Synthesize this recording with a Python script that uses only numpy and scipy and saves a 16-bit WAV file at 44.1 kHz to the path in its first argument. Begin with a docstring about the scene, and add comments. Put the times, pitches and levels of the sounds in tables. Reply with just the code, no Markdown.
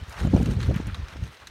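"""Beside a marsh, a gust blows over a bare microphone moving through stiff fan-shaped leaves.
Turbulent pressure on the port is heard as a rumble that reaches higher the harder it blows,
and single eddies strike as thumps. Close by, friction and impact make the leaves rub, crackle,
tick, flap and swish. Behind them lies a soft hiss of wind in the distant grass."""
import sys
import numpy as np
from scipy import signal
from scipy.fft import rfft, irfft
from scipy.io import wavfile
from scipy.ndimage import uniform_filter1d

SR = 44100
rng = np.random.default_rng(int(sys.argv[2]) if len(sys.argv) > 2 else 0)


def to_wav(s):
    """Save 16-bit WAV."""
    ch = np.atleast_2d(s).T  # columns
    pcm = np.round(np.clip(ch, -1, 1) * 32767)  # PCM
    wavfile.write(sys.argv[1], SR, pcm.astype(np.int16))


N = 66150

# Wind strength at the port: time_s, level_db
GUST_LEVEL = [(0, -46), (.03, -33), (.06, -56.5), (.09, -36.5), (.136, -44.5), (.185, -38), (.22, -23),
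              (.25, -24), (.305, -21.5), (.355, -18.5), (.41, -22.5), (.45, -26), (.495, -18),
              (.545, -32.5), (.58, -21.5), (.63, -27.5), (.71, -15.5), (.75, -31.5), (.83, -34),
              (.875, -29), (.96, -38), (1.0, -33), (1.05, -39), (1.11, -45.5), (1.17, -36.5), (1.225, -29),
              (1.29, -41), (1.38, -74), (1.43, -47), (1.47, -58.5)]
# Rumble spectrum at the reference wind strength: frequency_hz, relative_density_db
RUMBLE_SPECTRUM = [(20, -29), (32, -20), (48, 0.5), (70, 1.5), (120, -3.5), (200, -9), (300, -20),
                   (500, -24.5), (800, -48), (1500, -54)]
# Eddies striking the port: centre_s, peak_db, pitch_hz, ragged_edge_db
EDDIES = [(0.026, -31, 70, -57), (.238, -18.5, 85, -52), (0.252, -12.5, 201, -33.5),
          (0.274, -12.5, 145, -38), (.338, -7, 263, -27), (.350, -6, 188, -33), (.364, -17.5, 384, -26),
          (.378, -22.5, 500, -36), (.402, -21.5, 306, -30.5), (.412, -12.5, 187, -36),
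          (0.432, -16, 201, -45), (0.573, -16, 113, -49), (0.689, -31, 223, -43), (0.712, -17, 124, -33.5),
          (0.765, -14.5, 161, -58), (0.802, -21.5, 242, -35), (0.874, -19, 98, -63), (0.931, -25, 74, -66),
          (0.996, -24, 74, -54), (1.037, -25.5, 66, -66), (1.160, -35, 248, -46), (1.227, -20, 88, -57)]
# Strength of the leaf friction: time_s, level_db
RUB_LEVEL = [(0, -49), (.09, -48.5), (.14, -47), (.20, -40.5), (.25, -43.5), (.31, -46.5), (.365, -42),
             (.44, -45.5), (.50, -42), (.55, -48), (.595, -47), (.63, -43), (.73, -45.5), (.765, -44),
             (.83, -47.5), (.89, -46.5), (.99, -48.5), (1.14, -46.5), (1.2, -55), (1.25, -49.5),
             (1.39, -57.5), (1.42, -50), (1.5, -64)]
# Spectrum of rubbing leaves: frequency_hz, relative_density_db
LEAF_SPECTRUM = [(200, -4), (500, 1), (900, -0.5), (1400, 1.5), (2200, -3.5), (4200, -8), (4900, -14),
                 (6200, -10), (7500, -18), (8800, -14.5), (10300, -23.5), (12000, -21.5), (16000, -37)]
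# Treble shelf of the rubbing: time_s, gain_db
RUB_TREBLE = [(0, -7), (.075, -1.5), (.105, 7), (.21, 2.5), (.30, -1), (.42, 5.5), (.56, 0.5), (.66, 2),
              (.84, -6.5), (.92, -5), (1.0, -5), (1.13, -7), (1.21, -4.5), (1.34, 6.5), (1.42, 0),
              (1.5, -4)]
# Dry leaf edges snapping past each other: start_s, level_db, tilt_db_per_octave, ring_hz
EDGE_TICKS = [(0.036, -49, -0.5, 3600), (.095, -49.5, 12, 7300), (.124, -44, 5, 4970), (.177, -45, 0, 4430),
              (.271, -44.5, -1, 7000), (.363, -40, 1.5, 5700), (0.427, -45.5, 6, 6960),
              (0.458, -36.5, 2, 3120), (0.511, -44, 3.5, 3080), (0.564, -44.5, -4.5, 4260),
              (0.603, -38, -2, 4100), (0.613, -39.5, 2, 3250), (0.629, -33, -0.5, 4340),
              (0.741, -39, -1.5, 2560), (0.76, -46.5, 4.5, 12500), (.869, -45, 7, 9200),
              (.945, -35.5, -0.5, 3730), (1.083, -43, 0.5, 5480), (1.167, -47, 0.5, 5200),
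              (1.238, -46, 2, 6300), (1.344, -49.5, 2.5, 1520), (1.37, -46.5, -3, 4000),
              (1.471, -38, 3, 3770)]
# Spectrum of a snap before its tilt: frequency_hz, relative_density_db
SNAP_SPECTRUM = [(400, -12), (1200, 7.5), (2500, 4.5), (3900, 3), (5000, -4.5), (6300, -2), (7600, -9.5),
                 (9000, -11.5), (12000, -17), (16000, -29)]
# Blades flapping against each other: start_s, level_db, centre_hz
BLADE_FLAPS = [(0.142, -36, 1340), (.179, -35, 1340), (.362, -38, 1240), (0.745, -42, 2170),
               (0.75, -34.5, 1520), (.762, -36, 1890), (0.77, -33, 1380), (0.788, -44, 1970),
               (0.897, -36.5, 1500), (1.168, -41, 1160)]
# Broad leaf faces sweeping past: centre_s, level_db, centre_hz, half_length_s
FACE_SWISHES = [(0.13, -44.5, 810, 0.014), (0.193, -41.5, 1010, 0.033), (0.627, -49.5, 1440, 0.021),
                (0.892, -47, 1570, 0.021), (1.426, -51, 1010, 0.016)]
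# Spectrum of wind in the far grass: frequency_hz, relative_density_db
GRASS_SPECTRUM = [(30, -4), (100, 1.5), (400, 3), (1100, -0.5), (2000, 2), (4000, -3.5), (7000, -16),
                  (11000, -22.5), (16000, -25)]

CONTACT_ATTACK_S, LEAF_REF_HZ = 0.00051, 4000
TIME_S = np.arange(N) / SR
BIN_HZ = np.maximum(np.arange(N // 2 + 1) * SR / N, 1)


def undb(db):
    """Decibels to amplitude ratio."""
    return 10 ** (np.asarray(db) / 20)


def unit(x):
    """Normalisation to rms 1."""
    return x / np.sqrt(np.mean(x ** 2) + 1e-18)


def curve(rows):
    """Linear interpolation of time_s, value rows."""
    return np.interp(TIME_S, *np.array(rows).T)


def response(spectrum):
    """Gain of each bin, interpolated in log frequency from frequency_hz, level_db rows."""
    hz, db = np.array(spectrum).T
    return undb(np.interp(np.log(BIN_HZ), np.log(hz), db))


def colour(x, spectrum):
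    """Filtering by multiplication of spectra; rms 1."""
    return unit(irfft(rfft(x) * response(spectrum), N))


def bell(x):
    """Gaussian window of unit height and standard deviation."""
    return np.exp(-.5 * x ** 2)


def band(hz, octaves):
    """Band-limited noise, Gaussian in log frequency; rms 1."""
    return unit(irfft(rfft(rng.standard_normal(N)) * bell(np.log2(BIN_HZ / hz) / octaves), N))


def waver(per_s):
    """Random modulation from held steps smoothed twice; rms 1."""
    hold = max(int(SR / per_s), 2)
    steps = rng.standard_normal(N)[np.arange(N) // hold]
    return unit(uniform_filter1d(uniform_filter1d(steps, hold), hold))


def strike(start_s, decay_s):
    """Impact envelope: a linear rise, then exponential damping."""
    age = TIME_S - start_s
    rise = np.clip(age / CONTACT_ATTACK_S, 0, 1)
    return rise * np.exp(-np.maximum(age - CONTACT_ATTACK_S, 0) / decay_s)


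def wind_rumble(trim_db=-1, gust_ref_db=-19.5, deep_hz=71.4, flutter_db=4.5, steadiness=0.76):
    """Turbulent pressure on the port: the upper octaves flutter and grow fastest with the gust."""
    gust_db, flutter, pressure = curve(GUST_LEVEL), waver(per_s=90), 0
    for hz in 40 * 2. ** np.arange(6):
        swirl = band(hz, octaves=0.48)
        envelope = np.abs(signal.hilbert(swirl))
        swirl = unit(swirl / (envelope + .1) ** steadiness)  # evens out the band's own swells
        octaves_up = max(np.log2(hz / deep_hz), 0)
        reach_db = 0.15 * octaves_up * (gust_db - gust_ref_db)
        level_db = gust_db + reach_db + flutter_db * min(octaves_up / 2, 1) * flutter
        bandwidth_hz = hz / np.sqrt(2)
        pressure += swirl * undb(level_db) * np.sqrt(bandwidth_hz)
    shape = response(RUMBLE_SPECTRUM) * (BIN_HZ < 2 * RUMBLE_SPECTRUM[-1][0])
    shape /= np.sqrt(np.sum(shape ** 2) * SR / N)  # unit total power
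    return undb(trim_db) * irfft(rfft(pressure) * shape, N)


def eddy_thumps(width_cycles=0.51, edge_s=0.0033):
    """A passing vortex is one pressure swing with a ragged edge; smaller eddies sound higher."""
    ragged, out = band(557, octaves=0.44), 0
    for centre_s, peak_db, pitch_hz, edge_db in EDDIES:
        age = TIME_S - centre_s
        cycles = age * pitch_hz
        swing = bell(cycles / width_cycles) * np.cos(2 * np.pi * (cycles + rng.random()))
        out += undb(peak_db) * swing + undb(edge_db) * ragged * bell(age / edge_s)
    return out


def leaf_rubbing(trim_db=-3, slips_per_s=3500, spread_db=2.5, shelf_hz=5950):
    """Stick-slip friction of ribbed leaves; each half octave wavers as the contact moves."""
    slips = (rng.random(N) < slips_per_s / SR) * rng.choice([-1, 1], N)
    sizes = undb(spread_db * np.minimum(rng.exponential(size=N), 5))
    spectrum = rfft(colour(slips * sizes, LEAF_SPECTRUM))
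    treble_db, out = curve(RUB_TREBLE), 0
    for hz in 125 * 2 ** (np.arange(15) / 2):
        triangle = np.maximum(1 - 2 * np.abs(np.log2(BIN_HZ / hz)), 0)
        shelf_db = treble_db * hz ** 2 / (hz ** 2 + shelf_hz ** 2)
        shimmer_db = 1.1 * waver(per_s=25.17)
        out += irfft(spectrum * triangle, N) * undb(shelf_db + shimmer_db)
    flicker_db = 2.26 * waver(per_s=56)
    return out * undb(trim_db + curve(RUB_LEVEL) + flicker_db)


def fibre_crackle(trim_db=-5.5, flicks_per_s=790, spread_db=2.5, lowest_hz=801.7, octaves=2.8):
    """Fibres flicked by the rubbing ring as damped oscillators; the higher ones die sooner."""
    age = np.arange(2048) / SR
    out = np.zeros(N + len(age))
    for when, pitch, size in rng.random((int(flicks_per_s * N / SR), 3)):
        hz = lowest_hz * 2 ** (octaves * pitch)
        decay_s = 0.0038 * np.sqrt(LEAF_REF_HZ / hz)
        gain = undb(spread_db * min(-np.log(size), 4)) * np.sqrt(hz / decay_s)
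        onset = int(when * N)
        out[onset:onset + len(age)] += gain * np.exp(-age / decay_s) * np.sin(2 * np.pi * hz * age)
    return colour(out[:N], LEAF_SPECTRUM) * undb(trim_db + curve(RUB_LEVEL))


def edge_ticks(ring_db=-6.5, tail_db=-19):
    """Elastic release: a leaf edge snaps free and shivers briefly at its natural frequency."""
    out = 0
    for start_s, level_db, tilt, ring_hz in EDGE_TICKS:
        tilted = [(hz, db + tilt * np.log2(hz / LEAF_REF_HZ)) for hz, db in SNAP_SPECTRUM]
        crack = colour(rng.standard_normal(N), tilted)
        ring = undb(ring_db) * band(ring_hz, octaves=0.057)
        envelope = strike(start_s, decay_s=0.0045) + undb(tail_db) * strike(start_s, decay_s=0.039)
        out += undb(level_db) * (crack + ring) * envelope
    return out


def blade_flaps():
    """Heavily damped impact: a blade pats its neighbour with a short papery knock."""
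    return sum(undb(level_db) * band(hz, octaves=0.57) * strike(start_s, decay_s=0.0038)
               for start_s, level_db, hz in BLADE_FLAPS)


def face_swishes():
    """Amplitude-modulated noise: a flat leaf face sweeps past in a soft, dull swell."""
    return sum(undb(level_db) * band(hz, octaves=0.74) * bell((TIME_S - centre_s) / half_length_s)
               for centre_s, level_db, hz, half_length_s in FACE_SWISHES)


def grass_hiss(level_db=-53.5):
    """Incoherent sources: wind in the distant marsh grass sums to a steady hiss."""
    return undb(level_db) * colour(rng.standard_normal(N), GRASS_SPECTRUM)


def scene():
    """Superposition of wind on the port, close leaves and far grass in one channel."""
    wind = wind_rumble() + eddy_thumps()
    leaves = leaf_rubbing() + fibre_crackle() + edge_ticks() + blade_flaps() + face_swishes()
    return (wind + leaves + grass_hiss())[None]


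def record(dry):
    """Band limiting: the recorder passes 25 Hz to 15.9 kHz."""
    low_cut = signal.butter(2, 25, "highpass", fs=SR, output="sos")
    top_cut = signal.ellip(10, .2, 80, 15900, fs=SR, output="sos")
    return signal.sosfilt(top_cut, signal.sosfilt(low_cut, dry))


dry = scene()
out = record(dry)
to_wav(out)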